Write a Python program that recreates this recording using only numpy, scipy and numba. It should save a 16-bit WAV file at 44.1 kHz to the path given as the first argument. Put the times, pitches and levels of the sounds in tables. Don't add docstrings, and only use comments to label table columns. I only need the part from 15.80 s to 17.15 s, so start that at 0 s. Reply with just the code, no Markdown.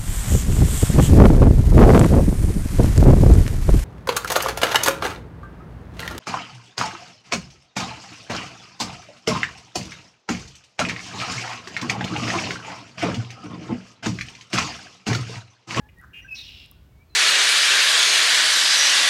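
import sys
import numpy as np
from scipy import signal
from scipy.fft import rfft, irfft
from scipy.io import wavfile
from scipy.ndimage import uniform_filter1d
from numba import njit

SR = 44100
rng = np.random.default_rng(int(sys.argv[2]) if len(sys.argv) > 2 else 0)


def master_out(mix):
    frames = np.transpose(np.atleast_2d(mix))
    ceiling = np.clip(frames, -1, 1)
    pcm = np.round(ceiling * 32767).astype(np.int16)
    wavfile.write(sys.argv[1], SR, pcm)


N = 59535
T = np.arange(N) / SR

# freq_hz, gain_db
FLOOR_SPECTRUM = [(22, -25), (50, 3), (110, -1.5), (240, -12), (500, -21.5), (1500, -28.5), (4000, -36),
                  (10000, -43.5), (16000, -38.5)]
# delay_s, gain_db
TRUNK_ECHOES = [(.0023, -42), (.0087, -11.5)]
# freq_hz, gain_db
THICKET_SPECTRUM = [(500, 5), (1600, 2.5), (3500, 2.5), (6000, 5), (12000, -31)]
# time_s, pitch_hz, level_db
FAR_WHISTLES = [
    [(.415, 5840, -71), (.432, 5810, -60), (.455, 5890, -76)],
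    [(.94, 1570, -80), (.976, 1440, -75), (1.1, 1510, -80.5)],
    [(1.12, 2234, -73), (1.18, 2214, -74.5), (1.228, 2340, -59.5)],
    [(1.29, 4440, -80), (1.304, 4097, -64), (1.35, 4020, -61.5)],
    [(1.26, 2450, -87), (1.35, 2700, -70.5)],
]
# time_s, pitch_hz, level_db
FAR_LOW_NOTE = [(0, 838.7, -60), (.052, 842, -61.5), (.072, 883, -60)]
# start_s, strength_db, ring_hz
TICKS = [(.186, -34.5, 9000), (.199, -39, 12000), (.214, -34, 11500), (.861, -31, 9200),
         (0.9134, -19, 13700)]
# freq_hz, t60_s, gain_db
KNOCK_MODES = [(1170, 0.037, 0)]
# freq_hz, gain_db
SHEEN_SPECTRUM = [(6500, -7.5), (10300, -20), (11300, -6), (12500, -14), (15200, -8.5)]
# freq_hz, gain_db
AIR_SPECTRUM = [(600, -48), (1500, -3), (3000, 6), (6300, -3), (8000, -7), (16000, -21)]
# time_s, pitch_hz, level_db
SONG_WHISTLES = [
    [(.155, 1900, -77), (.178, 1880, -55.5), (.192, 1897, -51.5), (.202, 1928, -47), (.209, 2080, -64)],
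    [(.412, 1740, -74), (.426, 1910, -56.5), (.442, 2020, -56.5)],
    [(.446, 1562, -47), (.455, 1564, -45), (.462, 1546, -53), (.468, 1654, -43), (.477, 1660, -72)],
    [(.477, 2690, -59), (.493, 2579, -38.5), (.502, 2707, -53), (.513, 2577, -35), (.525, 2569, -31.5),
     (.532, 2562, -30.5), (.538, 2571, -39.5), (.546, 2590, -34.5), (.554, 2567, -50), (.59, 2430, -71)],
]
# harmonic, gain_db
SONG_OVERTONES = [(2, -30), (3, -52), (5, -38), (6, -40)]
# start_s, length_s, rate_hz, top_hz, low_hz, sweep_s, level_db, jitter_ratio
GURGLES = [(.085, 0.017, 420, 3240, 1500, 0.0082, -53.5, 0.02),
           (0.205, 0.066, 128, 1830, 1265, 0.0067, -51.5, 0.01),
           (0.226, 0.026, 263, 1726, 980, 0.00594, -49.5, 0.16),
           (0.272, 0.16, 164, 1850, 1477, 0.0085, -62, 0.2)]
# time_s, level_db
CHURR_LEVELS = [(.333, -49), (0.348, -43), (0.379, -40.5), (0.408, -44.5)]
# time_s, low_db, gliding_db, high_db
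RASP_LEVELS = [(.546, -68, -65, -49), (.559, -42.5, -49, -40.5), (.566, -56, -42.5, -47),
               (0.582, -50.5, -40.5, -48), (.596, -49, -35, -53), (0.605, -49.5, -45.5, -52),
               (.616, -52, -36.5, -54), (0.625, -73, -48, -55)]
# centre_hz, width_hz
RASP_BANDS = [(2450, 820), (5580, 1030)]
# time_s, low_db, high_db
TRILL_LEVELS = [(0.623, -55, -49), (.655, -47.5, -46), (0.692, -46.5, -53), (.76, -51, -50.5),
                (.863, -51.5, -54.5)]
# freq_hz, gain_db
HIGH_VOICE_SPECTRUM = [(1800, -45), (2500, 3), (3300, 6.5), (3900, 4), (4400, -4.5), (5300, -0.5),
                       (5900, -8.5), (6500, -16), (9000, -28)]


def undb(db):
    return 10 ** (np.asarray(db) / 20)


def unit(x, start_s=0, end_s=9):
    return x / np.sqrt(np.mean(x[(T >= start_s) & (T <= end_s)] ** 2) + 1e-20)


def unit_energy(x):
    return x / np.sqrt(np.sum(x ** 2))


def colour(x, spectrum):
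    hz, db = np.array(spectrum, float).T
    bins_hz = np.maximum(np.arange(N + 1) * SR / (2 * N), 1)
    gain = undb(np.interp(np.log(bins_hz), np.log(hz), db))
    return irfft(rfft(x, 2 * N) * gain)[:N]


def noise(spectrum):
    return unit(colour(rng.standard_normal(N), spectrum))


def resonate(x, hz, width_hz):
    b, a = signal.iirpeak(hz, hz / width_hz, SR)
    return signal.lfilter(b, a, signal.lfilter(b, a, x))


@njit
def moving_band(x, hz, width_hz):
    out, band_state, low_state = np.empty(len(x)), 0., 0.
    for i in range(len(x)):
        g, damping = np.tan(np.pi * hz[i] / SR), width_hz / hz[i]
        band = (band_state + g * (x[i] + 1e-18 - low_state)) / (1 + g * (g + damping))
        band_state = 2 * band - band_state
        low_state += 2 * g * band
        out[i] = damping * band
    return out


def envelope(times_s, db):
    gain = undb(np.interp(T, times_s, db)) * (T >= times_s[0]) * (T <= times_s[-1])
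    return uniform_filter1d(gain, size=130)


def whistle(curve, overtones=()):
    times_s, hz, db = np.array(curve, float).T
    waver = 1 + .006 * unit(resonate(rng.standard_normal(N), hz=120, width_hz=180))
    phase = 2 * np.pi * np.cumsum(np.interp(T, times_s, hz) * waver) / SR
    tone = np.sin(phase) + sum(undb(gain_db) * np.sin(k * phase) for k, gain_db in overtones)
    return np.sqrt(2) * tone * envelope(times_s, db)


def sweeps(start_s, end_s, rate_hz, top_hz, low_hz, sweep_s, jitter, scatter_db, sag_per_s=0):
    out, at_s = np.zeros(N), start_s
    for gap, size, bend in rng.standard_normal((200, 3)):
        if at_s > end_s:
            break
        span = (T >= at_s) & (T < at_s + sweep_s)
        progress = (T[span] - at_s) / sweep_s
        tune = (1 - sag_per_s * (at_s - start_s)) * (1 + .4 * jitter * bend)
        cycles = tune * sweep_s * (top_hz * progress + (low_hz - top_hz) * progress ** 2 / 2)
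        out[span] += undb(scatter_db * size) * np.sin(np.pi * progress) * np.sin(2 * np.pi * cycles)
        at_s += max(1 + jitter * gap, .3) / rate_hz
    return unit(out, start_s, end_s)


def background(air_db=-53, rumble_db=-58):
    rumble = unit(resonate(rng.standard_normal(N), hz=66.6, width_hz=19.6))
    return undb(air_db) * noise(FLOOR_SPECTRUM) + undb(rumble_db) * rumble


def thicket(x, wet_db, t60_s=.58, onset_s=.0086):
    tail = rng.standard_normal(N) * undb(-60 * T / t60_s) * (1 - np.exp(-T / onset_s))
    tail = colour(unit_energy(tail), THICKET_SPECTRUM)
    echoes = sum(undb(db) * np.interp(T - delay_s, T, x, left=0) for delay_s, db in TRUNK_ECHOES)
    return x + echoes + undb(wet_db) * signal.fftconvolve(x, tail)[:N]


def twigs(x, wet_db=-10, t60_s=.08):
    spray = unit_energy(rng.standard_normal(N) * undb(-60 * T / t60_s))
    return x + undb(wet_db) * signal.fftconvolve(x, spray)[:N]


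def far_birds(octave_db=-1.5):
    return sum(whistle(curve) for curve in FAR_WHISTLES) + whistle(FAR_LOW_NOTE, [(2, octave_db)])


def ticks(crackle_db=-8, crackle_t60_s=.0081, direct_db=-22):
    out = np.zeros(N)
    for start_s, strength_db, ring_hz in TICKS:
        decay = (T >= start_s) * undb(-60 * np.abs(T - start_s) / crackle_t60_s)
        snap = undb(crackle_db) * unit_energy(rng.standard_normal(N) * decay) + 1e-18
        snap[int(start_s * SR)] += 1
        out += undb(strength_db) * (resonate(snap, ring_hz, width_hz=6000) + undb(direct_db) * snap)
    return out


def knock(start_s=.92, level_db=-55):
    age_s = np.maximum(T - start_s, 0)
    return sum(undb(level_db + db - 60 * age_s / t60_s) * np.sin(2 * np.pi * hz * age_s)
               for hz, t60_s, db in KNOCK_MODES)


def hiss(voice, spectrum, gain_db):
    voice_rms = np.sqrt(np.abs(uniform_filter1d(voice ** 2, size=500)))
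    return undb(gain_db) * noise(spectrum) * voice_rms


def gurgles(throb_hz=108.2, throb_peak_s=.33, throb_depth=.3):
    out = np.zeros(N)
    for start_s, length_s, rate_hz, top_hz, low_hz, sweep_s, level_db, jitter in GURGLES:
        swell = np.abs(np.sin(np.pi * np.clip((T - start_s) / length_s, 0, 1))) ** .85
        train = sweeps(start_s, start_s + length_s, rate_hz, top_hz, low_hz, sweep_s, jitter,
                       scatter_db=-2.5)
        out += undb(level_db) * swell * train
    return out * (1 + throb_depth * np.cos(2 * np.pi * throb_hz * (T - throb_peak_s)))


def churr(gap_s=.002845):
    times_s, db = np.array(CHURR_LEVELS).T
    start_s, end_s = times_s[0], times_s[-1]
    triplets = sum(sweeps(start_s + k * gap_s, end_s, rate_hz=104.15, top_hz=2980, low_hz=2370,
                          sweep_s=.004, jitter=.002, scatter_db=2) for k in range(3))
    return unit(triplets, start_s, end_s) * envelope(times_s, db)


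def song_whistles():
    return sum(whistle(curve, SONG_OVERTONES) for curve in SONG_WHISTLES)


def rasp(glide_from_hz=5600, glide_to_hz=3756, glide_s=.012, glide_width_hz=510.):
    times_s, *levels_db = np.array(RASP_LEVELS).T
    start_s, end_s = times_s[0], times_s[-1]
    train = sweeps(start_s, end_s, rate_hz=281, top_hz=7053, low_hz=1630, sweep_s=.005,
                   jitter=.012, scatter_db=1.5)
    centre_hz = glide_to_hz + (glide_from_hz - glide_to_hz) * np.exp(-np.maximum(T - start_s, 0) / glide_s)
    gliding = moving_band(moving_band(train, centre_hz, glide_width_hz), centre_hz, glide_width_hz)
    low, high = (resonate(train, hz, width_hz) for hz, width_hz in RASP_BANDS)
    return sum(unit(band, start_s, end_s) * envelope(times_s, db)
               for band, db in zip((low, gliding, high), levels_db))


def trill_voice(end_s, top_hz, low_hz, sweep_s, step_db, sag_per_s):
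    start_s, beat_hz, gap_s = .624, 74.2, .0035
    delays_s = gap_s * (np.arange(4) + .1547 * rng.standard_normal(4))
    return sum(undb(step_db * k) * sweeps(start_s + delay_s, end_s, beat_hz, top_hz, low_hz, sweep_s,
                                          jitter=.03, scatter_db=2.6, sag_per_s=sag_per_s)
               for k, delay_s in enumerate(delays_s))


def trill():
    times_s, low_db, high_db = np.array(TRILL_LEVELS).T
    start_s, end_s = times_s[0], times_s[-1]
    low = trill_voice(end_s, top_hz=3480, low_hz=2260, sweep_s=.00385, step_db=-2.5, sag_per_s=.15)
    high = trill_voice(end_s, top_hz=6905, low_hz=2430, sweep_s=.00454, step_db=0, sag_per_s=.463)
    high = colour(high, HIGH_VOICE_SPECTRUM)
    return sum(unit(voice, start_s, end_s) * envelope(times_s, db)
               for voice, db in [(low, low_db), (high, high_db)])


def scene():
    harsh = twigs(rasp() + trill())
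    buzzy = gurgles() + churr()
    rough = thicket(harsh + buzzy + hiss(harsh, AIR_SPECTRUM, gain_db=-15.5), wet_db=-10)
    clear = thicket(song_whistles(), wet_db=-13)
    far = thicket(far_birds(), wet_db=-10.5)
    sheen = hiss(rough, SHEEN_SPECTRUM, gain_db=-19.5) + hiss(clear, SHEEN_SPECTRUM, gain_db=-28)
    return (rough + clear + sheen + far + ticks() + knock() + background())[None]


def record(dry, cutoff_hz=16100):
    return signal.sosfilt(signal.ellip(10, .2, 70, cutoff_hz, fs=SR, output="sos"), dry)


dry = scene()
out = record(dry)
master_out(out)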